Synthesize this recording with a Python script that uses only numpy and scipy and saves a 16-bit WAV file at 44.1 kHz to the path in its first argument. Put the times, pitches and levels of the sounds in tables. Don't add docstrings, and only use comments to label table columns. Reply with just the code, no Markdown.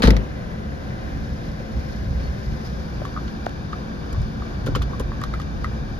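import sys
import numpy as np
from scipy import signal
from scipy.fft import rfft, irfft
from scipy.io import wavfile

SR = 44100
rng = np.random.default_rng(int(sys.argv[2]) if len(sys.argv) > 2 else 0)


def generate_wav(sig):
    pcm = np.round(np.clip(np.atleast_2d(sig).T, -1, 1) * 32767).astype(np.int16)
    wavfile.write(sys.argv[1], SR, pcm)


N = 264467
TIME = np.arange(N) / SR
FREQS = np.maximum(np.fft.rfftfreq(N, 1 / SR), 1)

# freq_hz, likeness
STEREO_LIKENESS = [(60, 0.84), (130, 0.9), (290, 0.4), (640, 0.3153), (1400, 0.4539), (3100, 1.04),
                   (6800, -0.4), (8000, 1)]
# freq_hz, phase_rad
STEREO_LEAD = [(60, -0.03), (290, -0.32), (700, 2.5), (1500, 3.5), (1780, 1.5), (2070, 2), (4400, 1.03),
               (7500, -4), (11000, -5.5), (15000, -9)]
# freq_hz, balance_db
STEREO_BALANCE = [(60, -0.5), (120, 2.5), (400, 0.5), (1500, 0), (2300, 4.5), (3300, 1.5), (4400, 9),
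                  (6500, 5), (9000, 0.5), (15000, -0.5)]

# firing_multiple, level_db
IDLE_HARMONICS = [(1, -45), (4, -44), (6, -43.5), (7, -48.5), (8, -43), (10, -48), (24, -60.5)]
# pitch_hz, level_db
BLOWER_TONE = [(211, -43.5)]
# freq_hz, level_db
DRONE_EQ = [(60, 6.5), (100, -3.5), (145, -2.5), (178, -4.5), (205, -3.5), (240, -9), (330, -19.5),
            (500, -18.5)]
# freq_hz, level_db
RUMBLE_EQ = [(25, -30), (38, -3), (48, -12), (60, -1), (74, -8), (92, -13.5), (140, -10.5), (220, -33.5)]
# peak_s, length_s, level_db
SEAT_SHIFTS = [(1.17, 0.17, -28.5), (1.33, 0.062, -27.5), (1.77, 0.1, -25), (2.13, 0.53, -25),
               (2.51, 0.1, -24), (4.21, 0.13, -20.5), (4.75, 0.28, -21), (5.2, 1, -28), (5.75, 0.29, -29.5)]
# freq_hz, level_db
VENT_EQ = [(120, -7.5), (260, 5), (380, 3), (430, -1.5), (520, 0.5), (850, -7.5), (1300, -9.5),
           (1700, -11.5), (2050, -16.5), (3100, -17), (5200, -23), (6600, -25.5), (8300, -42.5),
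           (11000, -32.5), (13800, -40.5), (15500, -47)]
# start_s, end_s
SWING_SPAN = [2.3, 3.27]
# freq_hz, width_hz, boost_db
PEAKS_BEFORE = [(524, 114, 6), (752, 130, 6), (1024, 120, 5.5), (1576, 350, 9.5), (2036, 180, 8),
                (2390, 150, 5), (2900, 140, 0), (3680, 150, 3.5), (4450, 89, 1), (5300, 230, 3.5)]
PEAKS_AFTER = [(342, 76, 2), (488, 89, 3.5), (750, 186, 5.5), (1076, 330, 6), (1560, 325, 10.5),
               (1980, 140, 1.5), (2340, 120, 9), (3630, 290, 6.5), (4400, 80, 7), (4800, 170, 9),
               (5260, 130, 7), (6100, 730, 3)]

# freq_hz, level_db
HAIR_EQ = [(1200, -13), (2500, -9), (4500, 0), (6200, -2.5), (8300, -24), (11500, -12), (14000, -14)]
# freq_hz, width_hz, boost_db
HAIR_SHEEN = [(3600, 290, 3), (4470, 150, 3), (5120, 500, 6)]
# peak_s, length_s, level_db
HAIR_STROKES = [(.8, 0.38, -60), (1.4, 0.75, -54), (1.92, 0.47, -52.5), (2.27, 0.69, -53.5),
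                (2.68, 0.65, -51.5), (3.2, 0.59, -56), (4.2, 0.34, -57.5)]
# peak_s, length_s, level_db
HAND_SLIPS = [(2.25, 0.079, -53)]

# start_s, level_db
FLOOR_BUMPS = [(2.066, -26), (2.195, -28), (2.289, -29), (2.478, -29.5), (4.180, -20.5)]
# pitch_hz, level_db, t60_s
FRAME_MODES = [(70.2, 16.5, 0.1), (106, -20, 0.023)]
# start_s, level_db
TRIM_KNOCKS = [(4.669, -19), (4.686, -18.5), (4.763, -17.5), (5.003, -18)]
# pitch_hz, level_db, t60_s
TRIM_MODES = [(284, -4, 0.082), (420, 2.5, 0.029), (498, -0.5, 0.047), (750, -13, 0.028)]
# start_s, pitch_hz, level_db
PLASTIC_TICKS = [(3.278, 2960, -42), (4.75, 3070, -21.5), (4.819, 3540, -32), (5.237, 4090, -33)]
# start_s, pitch_hz, level_db, t60_s, rise_s
DRY_CLACKS = [(3.018, 616, -12.5, 0.016, 0.001), (3.466, 706, -4, .012, 0.00057)]
# start_s, body_db, top_db, t60_s
PLASTIC_SNAPS = [(3.05, -36.5, -49, 0.072), (3.277, -35, -64, 0.062), (3.463, -28, -40, .014),
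                 (3.493, -33, -48, 0.011), (3.7255, -37, -58, .08), (4.128, -37, -42.5, 0.034),
                 (4.2175, -52, -48.5, .025), (4.662, -31, -39.5, 0.089), (4.7492, -26, -50, 0.1),
                 (4.755, -28, -33.5, 0.042), (4.819, -29, -41, 0.063), (4.997, -33, -38, 0.057),
                 (5.215, -38, -47, .025), (5.2362, -29, -40, 0.046), (5.3368, -37, -50, 0.072),
                 (5.3972, -38, -48, 0.072), (5.415, -37, -51, 0.055), (5.6414, -35, -46, 0.054)]
# freq_hz, level_db
SNAP_BODY_EQ = [(400, -22), (1400, 9), (2400, 0), (3200, 3.5), (5500, -6.5), (7500, -15)]
SNAP_TOP_EQ = [(5500, 9), (7000, 2.5), (8300, -9), (11000, -2), (13500, -9), (15500, -4)]
# start_s, pitch_hz, ring_db, overtone_db
HOLLOW_CLICKS = [(3.0518, 1106, -17, -27), (3.1638, 1240, -14.5, -38), (3.1743, 1230, -13, -42),
                 (3.7304, 1230, -16.5, -42), (4.147, 1080, -25, -34), (4.421, 1173, -21.5, -38),
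                 (4.666, 1080, -20, -23), (4.675, 1420, -17.5, -36), (4.75, 1093, -11, -26),
                 (4.76, 1325, -12.5, -28), (4.817, 1170, -20, -45), (4.933, 1120, -16, -43),
                 (5, 1047, -17.5, -23), (5.118, 1100, -19, -24), (5.215, 1170, -15.5, -21),
                 (5.237, 1190, -15.5, -24), (5.338, 1300, -14, -21), (5.399, 1214, -20.5, -27),
                 (5.6438, 1240, -12, -15)]
# delay_s, level_db
EARLY_REFLECTIONS = [(0.008, -11.5), (0.015, -13)]

# start_s, panel_db, latch_db, latch_t60_s
DOOR_HITS = [(0.0025, -22, -40, 0.045), (0.021, -43, -18.5, 0.25), (0.0368, -11, -20.5, 0.2),
             (0.0525, -22, -26, 0.11), (0.0712, -20, -22.5, 0.075), (0.0785, -5.5, -20, 0.056),
             (0.103, -18, -26, 0.05), (0.1322, -23.5, -41, 0.05), (0.166, -32, -30.5, 0.058)]
# pitch_hz, level_db, t60_s
PANEL_MODES = [(148, -18, 0.074), (203, -5, 0.11), (240, 4.5, 0.053), (310, 3.5, 0.037), (456, 2, 0.057),
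               (493, -2.5, 0.037), (660, -5, 0.029), (882, -9.5, 0.091), (1290, -6.5, 0.043)]
# start_s, pitch_hz, level_db
SEAL_THUMPS = [(0.0407, 215, 4.4), (0.079, 190, 1.5), (0.116, 192, 5.5)]
# start_s, level_db
AIR_PUSHES = [(0.0481, -5.5), (0.0818, -8), (0.1606, -21)]
# pitch_hz, level_db, t60_s
CABIN_MODES = [(53.2, 5, 0.32), (78, -17, 0.13), (112, -7, 0.18)]
# start_s, level_db
LATCH_CRACKS = [(0.039, -20), (0.0715, -17.5), (0.1046, -12), (0.1658, -22.5)]
# freq_hz, level_db
SCRAPE_EQ = [(300, -6), (700, 1), (1300, 3.5), (2100, -0.5), (2900, -5), (4000, -2), (5500, -12.5),
             (7000, -19.5), (8500, -26), (11000, -24), (14000, -28)]
CRACK_EQ = [(1200, -2), (2000, 8.5), (2800, 0), (4200, -0.5), (5900, -1), (7200, -14), (8500, -19),
            (11000, -17), (14500, -19)]
SHUDDER_EQ = [(35, -11), (110, 4), (220, 0), (300, -4.5), (500, -11), (1000, -22), (2500, -28.5),
              (6000, -59)]


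def from_db(db):
    return 10 ** (np.asarray(db) / 20)


def rms_one(x):
    return x / np.sqrt(np.mean(x ** 2) + 1e-20)


def over_hz(points):
    hz, value = np.transpose(points)
    return np.interp(np.log(FREQS), np.log(hz), value)


def drift(rate_hz):
    return rms_one(irfft(rfft(rng.standard_normal(N)) / (1 + (FREQS / rate_hz) ** 2), N))


def cabin_noise(eq, peaks=()):
    boost_db = sum(db / (1 + (2 * (FREQS - hz) / width) ** 2) for hz, width, db in peaks)
    rolloff = 1 / (1 + (eq[0][0] / FREQS) ** 8 + (FREQS / eq[-1][0]) ** 8)
    left, other = rfft(rng.standard_normal((2, N)))
    alike = np.clip(over_hz(STEREO_LIKENESS), 0, 1)
    right = (alike * left + np.sqrt(1 - alike ** 2) * other) * np.exp(-1j * over_hz(STEREO_LEAD))
    lean = from_db(over_hz(STEREO_BALANCE) / 2)
    stereo = np.array([left * lean, right / lean])
    return rms_one(irfft(stereo * from_db(over_hz(eq) + boost_db) * rolloff, N))


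def ring(start_s, hz, level_db, t60_s, rise_s, lead_s):
    out = np.zeros((2, N))
    start = int(start_s * SR)
    age = TIME[:min(int(1.5 * t60_s * SR), N - start)]
    envelope = from_db(level_db - 60 * age / t60_s) * (1 - np.exp(-age / rise_s))
    tone = np.sin(2 * np.pi * hz * (age - np.array([[0], [lead_s]])))
    out[:, start:start + len(age)] = envelope * tone
    return out


def strike(blows, modes, rise_s, lead_s):
    return sum(ring(s, hz, db + mode_db, t60, rise_s, lead_s)
               for s, db in blows for hz, mode_db, t60 in modes)


def bursts(rows, attack_share=0.00065):
    power = np.zeros(N)
    for start_s, level_db, t60 in rows:
        start = int(start_s * SR)
        age = TIME[:min(int(t60 * SR), N - start)]
        attack = 1 - np.exp(-age / (attack_share * t60))
        power[start:start + len(age)] += (from_db(level_db - 60 * age / t60) * attack) ** 2
    return np.sqrt(power)


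def swells(rows):
    power = sum(from_db(db) ** 2 * np.exp(-2 * (2 * (TIME - s) / length) ** 2) for s, length, db in rows)
    return np.sqrt(power)


def engine(firing_hz=27.73, wander=0.00327, flutter_db=3.0, drone_db=-33.5):
    wavering_time = np.cumsum(1 + wander * drift(2.4)) / SR
    tones = [(multiple * firing_hz, db) for multiple, db in IDLE_HARMONICS] + BLOWER_TONE
    hum = np.zeros(N)
    for hz, db in tones:
        level = np.sqrt(2) * from_db(db + flutter_db * drift(3.4))
        hum += level * np.sin(2 * np.pi * (hz * wavering_time + rng.random()))
    lean_left = from_db([[-.3], [-2.2]])
    return hum * lean_left + from_db(drone_db) * cabin_noise(DRONE_EQ)


def body_rumble(idle_db=-33.5, uneven_db=1.5):
    idle = from_db(idle_db + uneven_db * drift(3.0))
    return np.hypot(idle, swells(SEAT_SHIFTS)) * cabin_noise(RUMBLE_EQ)


def swaying_air(peaks, detune=0.013):
    low = cabin_noise(VENT_EQ, [(hz * (1 - detune), width, db) for hz, width, db in peaks])
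    high = cabin_noise(VENT_EQ, [(hz * (1 + detune), width, db) for hz, width, db in peaks])
    sway = np.pi / 4 * (1 + np.tanh(drift(1.3)))
    return np.cos(sway) * low + np.sin(sway) * high


def vents(level_db=-36, waver_db=.5):
    turn = np.interp(TIME, SWING_SPAN, [0, np.pi / 2])
    air = np.cos(turn) * swaying_air(PEAKS_BEFORE) + np.sin(turn) * swaying_air(PEAKS_AFTER)
    return from_db(level_db + waver_db * drift(4.1)) * air


def hair_rustle(grain_db=1.8):
    return swells(HAIR_STROKES) * cabin_noise(HAIR_EQ, HAIR_SHEEN) * from_db(grain_db * drift(40))


def hand_squeak(pitch_hz=4360, wander=0.0138):
    wavering_time = np.cumsum(1 + wander * drift(60)) / SR
    return swells(HAND_SLIPS) * np.sqrt(2) * np.sin(2 * np.pi * pitch_hz * wavering_time)


def knocks():
    floor = strike(FLOOR_BUMPS, FRAME_MODES, rise_s=0.0064, lead_s=0.00042)
    trim = strike(TRIM_KNOCKS, TRIM_MODES, rise_s=0.0011, lead_s=0.00028)
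    ticks = sum(ring(s, hz, db, t60_s=0.035, rise_s=0.00084, lead_s=.00005) for s, hz, db in PLASTIC_TICKS)
    return floor + trim + ticks


def clacks(overtone_ratio=1.98, overtone_db=-3):
    out = np.zeros((2, N))
    for s, hz, db, t60, rise in DRY_CLACKS:
        out += ring(s, hz, db, t60, rise, lead_s=0.00033)
        out += ring(s, hz * overtone_ratio, db + overtone_db, t60_s=0.0054, rise_s=rise, lead_s=0.00014)
    return out


def snaps(crackle_db=2.0, tip_db=4, tip_t60_s=0.004):
    bodies = [(s, db, t60) for s, db, _, t60 in PLASTIC_SNAPS]
    tops = [(s, db, t60) for s, _, db, t60 in PLASTIC_SNAPS]
    tips = [(s, db + tip_db, tip_t60_s) for s, db, _ in tops]
    body = bursts(bodies, attack_share=0.016) * cabin_noise(SNAP_BODY_EQ)
    top = bursts(tops + tips, attack_share=0.018) * cabin_noise(SNAP_TOP_EQ)
    return (body + top) * from_db(crackle_db * drift(400))


def clicks(overtone_ratio=1.553, rough_db=2.5):
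    direct = np.zeros((2, N))
    for s, hz, ring_db, overtone_db in HOLLOW_CLICKS:
        direct += ring(s, hz, ring_db, t60_s=0.02, rise_s=0.0013, lead_s=0.00014)
        direct += ring(s, hz * overtone_ratio, overtone_db, t60_s=0.017, rise_s=0.0019, lead_s=0.00013)
    bounced = sum(from_db(db) * np.roll(direct, int(delay * SR), axis=1) for delay, db in EARLY_REFLECTIONS)
    return (direct + bounced) * from_db(rough_db * drift(350))


def door_latch(rattle_db=2.5, crack_t60_s=0.022):
    scrape = bursts([(s, db, t60) for s, _, db, t60 in DOOR_HITS]) * cabin_noise(SCRAPE_EQ)
    rattle = from_db(rattle_db * drift(250))
    catches = bursts([(s, db, crack_t60_s) for s, db in LATCH_CRACKS], attack_share=0.029)
    return scrape * rattle + catches * cabin_noise(CRACK_EQ)


def door_thud(shudder_db=-7.5, shudder_t60_s=.5):
    blows = [(s, db) for s, db, *_ in DOOR_HITS]
    panel = strike(blows, PANEL_MODES, rise_s=0.0016, lead_s=0.00027)
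    seal = sum(ring(s, hz, db, t60_s=0.027, rise_s=0.0042, lead_s=0) for s, hz, db in SEAL_THUMPS)
    boom = strike(AIR_PUSHES, CABIN_MODES, rise_s=0.012, lead_s=0.0011)
    shudder = bursts([(s, db, shudder_t60_s) for s, db in blows]) * cabin_noise(SHUDDER_EQ)
    lean_left = from_db([[1.9], [-1.9]])
    return (panel + seal + boom) * lean_left + from_db(shudder_db) * shudder


def scene():
    bed = engine() + body_rumble() + vents()
    movement = hair_rustle() + hand_squeak() + knocks() + clacks() + snaps() + clicks()
    return bed + movement + door_latch() + door_thud()


def record(dry, low_cut_hz=20, ceiling=.95, high_cut_hz=15700):
    trimmed = signal.sosfilt(signal.butter(2, low_cut_hz, "high", fs=SR, output="sos"), dry)
    rounded = ceiling * np.tanh(trimmed / ceiling)
    return signal.sosfilt(signal.ellip(10, .1, 90, high_cut_hz, fs=SR, output="sos"), rounded)


dry = scene()
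out = record(dry)
generate_wav(out)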